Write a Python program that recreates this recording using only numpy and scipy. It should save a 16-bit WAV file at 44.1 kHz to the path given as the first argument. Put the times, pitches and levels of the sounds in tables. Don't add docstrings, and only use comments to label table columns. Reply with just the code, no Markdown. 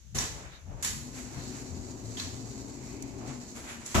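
import sys
import numpy as np
from scipy import signal
from scipy.fft import rfft, irfft, next_fast_len
from scipy.io import wavfile
from scipy.ndimage import uniform_filter1d

SR = 44100
rng = np.random.default_rng(int(sys.argv[2]) if len(sys.argv) > 2 else 0)


def transcribe(signal):
    frames = np.atleast_2d(signal).T
    limited = np.clip(frames, -1, 1)
    pcm = np.round(limited * 32767).astype(np.int16)
    wavfile.write(sys.argv[1], SR, pcm)


N = 176400
T = np.arange(N) / SR
FFT_SIZE = 2 * next_fast_len(N // 2 + SR // 4, real=True)
HZ = np.maximum(np.arange(FFT_SIZE // 2 + 1) * SR / FFT_SIZE, 1)
ROOM_T60_S = .53


def amp(db):
    return 10 ** (np.asarray(db) / 20)


def shape(points):
    hz, db = np.array(points).T
    return amp(np.interp(np.log(HZ), np.log(hz), db))


def through(x, response):
    return irfft(rfft(x, FFT_SIZE) * response, FFT_SIZE)[..., :N]


def colour(x, gain):
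    cepstrum = irfft(np.log(gain / np.sqrt(np.mean(gain ** 2)) + 1e-9))
    cepstrum[1:FFT_SIZE // 2] *= 2
    cepstrum[FFT_SIZE // 2 + 1:] = 0
    return through(x, np.exp(rfft(cepstrum)))


def resonances(modes):
    return sum(amp(db) / (1 + ((HZ - hz) / (.5 * width)) ** 2) for hz, width, db in modes)


def ring(x, hz, width_hz):
    return signal.lfilter(*signal.iirpeak(hz, hz / width_hz, fs=SR), x) * np.sqrt(SR / (np.pi * width_hz))


def join_bands(parts, edges_hz):
    below = [0] + [1 / (1 + (HZ / hz) ** 6) for hz in edges_hz] + [1]
    return sum(through(part, below[k + 1] - below[k]) for k, part in enumerate(parts))


def noise(grain_db=0):
    x = rng.standard_normal((2, N)) * amp(grain_db * rng.standard_normal(N))
    return x / x.std()


def drift(rate_hz):
    hold = int(SR / rate_hz)
    steps = rng.standard_normal(1000)[np.arange(N) // hold]
    x = uniform_filter1d(uniform_filter1d(steps, hold), hold)
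    return x / x.std()


def fade(start_s, t60_s, contact_s=.0012):
    onset = .5 + .5 * np.tanh((T - start_s) / contact_s)
    return onset * np.exp(-np.log(1000) * np.maximum(T - start_s, 0) / t60_s)


def swell(peak_s, rise_s, t60_s):
    rise = np.exp(-(np.minimum(T - peak_s, 0) / rise_s) ** 2)
    return rise * np.exp(-np.log(1000) * np.maximum(T - peak_s, 0) / t60_s)


def frame_modes(spacing_hz=22, uneven_db=2.8):
    knots_hz = np.arange(4000) * spacing_hz
    ripple = np.interp(HZ, knots_hz, rng.standard_normal(len(knots_hz)))
    return amp(uneven_db * ripple * np.minimum(HZ / 600, 1))


# freq_hz, density_db
AIR_SPECTRUM = [(25, -12.5), (65, 2.5), (100, -16), (200, -22), (600, -34), (3200, -31), (5000, -31.5),
                (6500, -21.5), (8000, -32), (10000, -36.5), (15000, -47)]

def air(level_db=-56):
    return amp(level_db) * colour(noise(), shape(AIR_SPECTRUM))


# start_s, level_db
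TICK_EVENTS = [(2.49, -52), (3.0245, -34), (3.277, -48), (3.565, -49), (3.863, -34)]
# freq_hz, density_db
TICK_SPECTRUM = [(200, -25), (3000, -16), (5000, -8), (7000, 4.5), (10000, -4), (12500, -16), (15000, -15)]

def ticks(room_db=-36):
    envelope = 0
    for start_s, db in TICK_EVENTS:
        direct = swell(start_s, rise_s=.001, t60_s=.022)
        envelope += amp(db) * (direct + amp(room_db) * fade(start_s, ROOM_T60_S))
    return colour(envelope * noise(), shape(TICK_SPECTRUM))


# peak_s, rise_s, level_db, low_db, treble_db, top_db
SCUFF_EVENTS = [(.40, 0.062, -53.5, 11, 14.5, -14), (.47, 0.064, -51, -1, -4, -14),
                (.54, 0.027, -53.5, 0.5, -13, -15), (.73, 0.058, -62, 18, -17, -9),
                (.80, .03, -58, 14, -14, -6), (1.191, 0.051, -48, -1.5, 13.5, 12),
                (1.40, 0.097, -50, 6, -6, 8.5), (1.58, 0.071, -52, -2, 14.5, 8),
                (3.24, 0.059, -56, 15.5, -12, -16), (3.293, 0.023, -47.5, 7.5, 12.5, -11),
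                (3.574, 0.023, -47.5, 2.5, 12.5, 13.5), (3.65, 0.017, -50.5, 3.5, 12, 7),
                (3.705, 0.036, -41, -4.5, 7, 6), (3.83, 0.033, -53, 1, 14, 2),
                (3.87, 0.017, -49.5, 1, 21.5, 18), (3.925, 0.021, -49, -1, 18.5, 11)]
# freq_hz, density_db
SCUFF_SPECTRUM = [(60, -22), (250, 7.5), (700, 5.5), (1300, 6), (2300, 6), (3200, -1.5), (4200, -6),
                  (5200, -10.5), (7000, -4.5), (10000, -12.5), (11700, -19), (15000, -33)]

def scuffs():
    power = 0
    for peak_s, rise_s, db, low_db, treble_db, top_db in SCUFF_EVENTS:
        band_gains = amp(db) * amp([low_db, 0, treble_db, top_db])
        power += (band_gains[:, None] * swell(peak_s, rise_s, t60_s=.52)) ** 2
    bands = np.sqrt(power)[:, None] * noise(grain_db=3)
    return colour(join_bands(bands, edges_hz=(1000, 4800, 9000)), shape(SCUFF_SPECTRUM))


# start_s, level_db, bass_db
KNOCK_HITS = [(3.945, -28, -7), (3.95, -26.5, 3.5), (3.961, -37.5, 3), (3.978, -32.5, 4)]
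# freq_hz, width_hz, gain_db
KNOCK_MODES = [(70, 22, 2), (129, 30.6, 0.5), (214, 29, -2.5), (266, 22, 1), (318, 37, 4), (383, 19, 5),
               (714, 114, -2.5), (980, 54, -13), (1200, 110, -11), (1324, 68, 3.5), (1584, 30, -18),
               (1720, 60, -5), (2020, 24, -19), (2680, 20, -21)]
# freq_hz, density_db
CRACK_SPECTRUM = [(40, 10), (400, 2.5), (1000, 5), (2500, -1), (4500, -8), (7000, -3.5), (10000, -13),
                  (15000, -22)]

def knock(crack_db=2):
    bands = np.zeros((3, 2, N))
    for start_s, db, bass_db in KNOCK_HITS:
        burst = amp(db) * fade(start_s, t60_s=.45) * noise(grain_db=2.5)
        bands += amp([bass_db, 0, 0])[:, None, None] * burst
    blows = join_bands(bands, edges_hz=(300, 5000))
    return colour(blows, resonances(KNOCK_MODES)) + amp(crack_db) * colour(blows, shape(CRACK_SPECTRUM))


# start_s, level_db, bass_db, top_db, snap_db, ring_hz, ring_db
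CLACK_EVENTS = [(0.146, -32.5, 7, 7.5, -8, 1720, -27), (0.185, -32.5, -5, -2, 12, 5750, -8),
                (.207, -34, 5.5, -10, 9, 7400, -8.5), (0.826, -32, -15, 11, 7, 6700, -21),
                (0.847, -32.5, -3, 2, 13, 7600, -13.5), (0.873, -41, 1, -21, 9, 7040, -3),
                (2.171, -38, -6, -4, 2.5, 3350, -6.5), (2.198, -39, -16, -2, 11, 4150, -9)]
# freq_hz, density_db
CLACK_SPECTRUM = [(30, -8), (70, -3), (140, -0.5), (240, 2), (450, -2.5), (700, -6), (1150, -0.5),
                  (1450, -5), (1780, 0), (2400, -2.5), (3200, -3), (4200, -1), (5000, -3), (6800, 3.5),
                  (7800, -2.5), (10500, -12), (13000, -20), (15000, -29)]

def clacks(frame, build_s=.008):
    bands, rings = np.zeros((3, 2, N)), 0
    for start_s, db, bass_db, top_db, snap_db, ring_hz, ring_db in CLACK_EVENTS:
        grains = amp(db) * noise(grain_db=1.5)
        build = 1 - np.exp(-np.maximum(T - start_s, 0) / build_s)
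        tail = build * fade(start_s, ROOM_T60_S) * grains
        snap = amp(snap_db) * fade(start_s, t60_s=.028) * grains
        bands += amp([bass_db, 0, top_db])[:, None, None] * (tail + .5 * snap)
        rings += amp(ring_db) * ring(tail + 2 * snap, ring_hz, width_hz=420)
    impacts = join_bands(bands, edges_hz=(900, 8000))
    return colour(impacts, shape(CLACK_SPECTRUM) * frame) + colour(rings, frame)


# peak_s, half_length_s, freq_hz, width_hz, level_db
TRACK_MODES = [(1.44, 0.081, 4230, 453, -52.5), (1.34, 0.3, 5800, 410, -60), (2.8, 0.76, 4400, 300, -72),
               (2.98, 0.24, 2260, 380, -58), (0.549, 0.037, 3800, 600, -55.5)]

def track_ring(frame):
    rub, rings = noise(), 0
    for peak_s, half_s, hz, width_hz, db in TRACK_MODES:
        passing = np.exp(-((T - peak_s) / half_s) ** 2)
        rings += amp(db) * passing * ring(rub, hz, width_hz)
    return colour(rings, frame)


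# time_s, gain_db
HISS_ENVELOPE = [(.6, -54), (.8, -10), (1.05, -2.5), (1.4, 0.5), (1.7, 0), (2.0, -3.5), (2.15, 1),
                 (2.9, -1.5), (3.15, -5), (3.5, -1), (4.0, -19)]
# freq_hz, density_db
HISS_SPECTRUM = [(1000, -11.5), (2400, -9.5), (3400, -16), (4200, -4.5), (5100, -7.5), (6200, -2.5),
                 (6900, 1.5), (7900, -4.5), (10000, -18), (11500, -22.5), (13500, -21.5), (15000, -53.5)]

def roller_hiss(frame, level_db=-49.5, flutter_db=1.44):
    envelope_db = np.interp(T, *np.array(HISS_ENVELOPE).T)
    gain = amp(level_db + envelope_db + flutter_db * drift(rate_hz=42))
    return colour(gain * noise(grain_db=6.5), shape(HISS_SPECTRUM) * frame)


# time_s, pitch_hz, effort_db
DRIVE_RUN = [(.65, 147.3, -42), (.85, 197.9, -13), (1.0, 229.8, -8.5), (1.131, 262.1, -3.5),
             (1.301, 247.2, -4.5), (1.5, 253.1, -2.5), (1.848, 256, -0.5), (2.0, 248, -1.5), (2.3, 248, -1),
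             (2.5, 268, -2), (2.8, 274, -2), (3.1, 269, -0.5), (3.299, 251.5, -2.5), (3.55, 242, -6.5),
             (3.801, 230, -8), (4.0, 213, -16)]

def drive():
    times_s, pitch_hz, effort_db = np.array(DRIVE_RUN).T
    return amp(np.interp(T, times_s, effort_db, left=-60)), np.interp(T, times_s, pitch_hz)


# peak_s, rise_s, level_db, boom_hz, boom_db
PANEL_BUMPS = [(.06, 0.027, -57, 62.4, -51.5), (0.169, 0.043, -39, 138.2, -51), (.31, 0.025, -44, 90, -58),
               (.41, 0.021, -43.5, 51.6, -57), (.73, 0.086, -43.5, 87, -46), (.89, 0.016, -43, 110.6, -50),
               (.99, 0.035, -53, 138.6, -46.5), (1.38, 0.028, -42, 135, -41), (1.75, 0.078, -45, 88.6, -46),
               (2.081, 0.061, -58, 111.1, -42), (2.28, 0.1, -52, 89.2, -49), (2.421, 0.15, -56, 113.8, -45),
               (3.08, 0.041, -61, 114.8, -50.5), (3.30, 0.026, -49, 132, -43.5)]
# freq_hz, width_hz, gain_db
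PANEL_MODES = [(50.6, 20, 0), (83, 21, -5), (118, 37, -11), (133.5, 13.5, -4.5), (182, 85, -11.5)]

def panels(effort, rumble_db=-49.5):
    power, booms = (amp(rumble_db) * effort) ** 2, 0
    for peak_s, rise_s, db, boom_hz, boom_db in PANEL_BUMPS:
        push = swell(peak_s, rise_s, t60_s=.52)
        power += (amp(db) * push) ** 2
        tone = np.sqrt(2) * np.sin(2 * np.pi * (boom_hz * T + rng.random()))
        booms += amp(boom_db) * push * tone
    return booms + colour(noise() * np.sqrt(power), resonances(PANEL_MODES))


# freq_hz, density_db
ROLL_SPECTRUM = [(25, -10), (45, -10), (100, -6.5), (180, -5.5), (235, 3.5), (310, -1.5), (380, -2),
                 (500, -11.5), (750, -12), (1100, -17), (1600, -29), (2400, -33), (3300, -35), (6000, -52)]

def roller_rumble(effort, level_db=-44.5):
    return amp(level_db) * colour(noise(grain_db=6) * effort, shape(ROLL_SPECTRUM))


# pitch_ratio, level_db, waver_hz
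HUM_PARTIALS = [(.46, -51.5, 7), (1, -46.5, 12), (1.12, -55.5, 14), (1.45, -57, 18)]

def motor_hum(effort, pitch_hz, swell_db=2):
    phase = 2 * np.pi * np.cumsum(pitch_hz) / SR
    hum = 0
    for ratio, db, waver_hz in HUM_PARTIALS:
        waver = 1 + .5 * (drift(2 * waver_hz) + 1j * drift(2 * waver_hz))
        hum += amp(db) * np.real(waver * np.exp(1j * ratio * phase))
    return hum * effort * amp(swell_db * drift(rate_hz=9))


# freq_hz, side_over_mid_db
STEREO_WIDTH = [(50, 3), (150, -31), (300, -6), (600, -6), (1100, 0.5), (15000, -0.1)]
# freq_hz, left_over_right_db
STEREO_BALANCE = [(50, 8), (110, 8.5), (250, 4), (400, 2), (650, -2.5), (1200, -1), (2400, 0), (4400, -1),
                  (7000, -4), (10000, 4), (15000, -4)]

def scene():
    frame = frame_modes()
    effort, pitch_hz = drive()
    door = panels(effort) + roller_rumble(effort) + motor_hum(effort, pitch_hz)
    door += roller_hiss(frame) + track_ring(frame) + clacks(frame)
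    mid, side = door + ticks() + scuffs() + knock() + air()
    width, lean = shape(STEREO_WIDTH), np.sqrt(shape(STEREO_BALANCE))
    mid = through(mid, 1 / np.hypot(1, width))
    side = through(side, width / np.hypot(1, width))
    return np.array([through(mid + side, lean), through(mid - side, 1 / lean)])


def record(dry):
    notch_hz, half_width_hz, notch_db, cutoff_hz = 8915, 623, -29, 15300
    notch = amp(notch_db * np.exp(-((HZ - notch_hz) / half_width_hz) ** 4))
    lowpass = signal.ellip(10, .2, 80, cutoff_hz, fs=SR, output="sos")
    return signal.sosfilt(lowpass, through(dry, notch))


dry = scene()
out = record(dry)
transcribe(out)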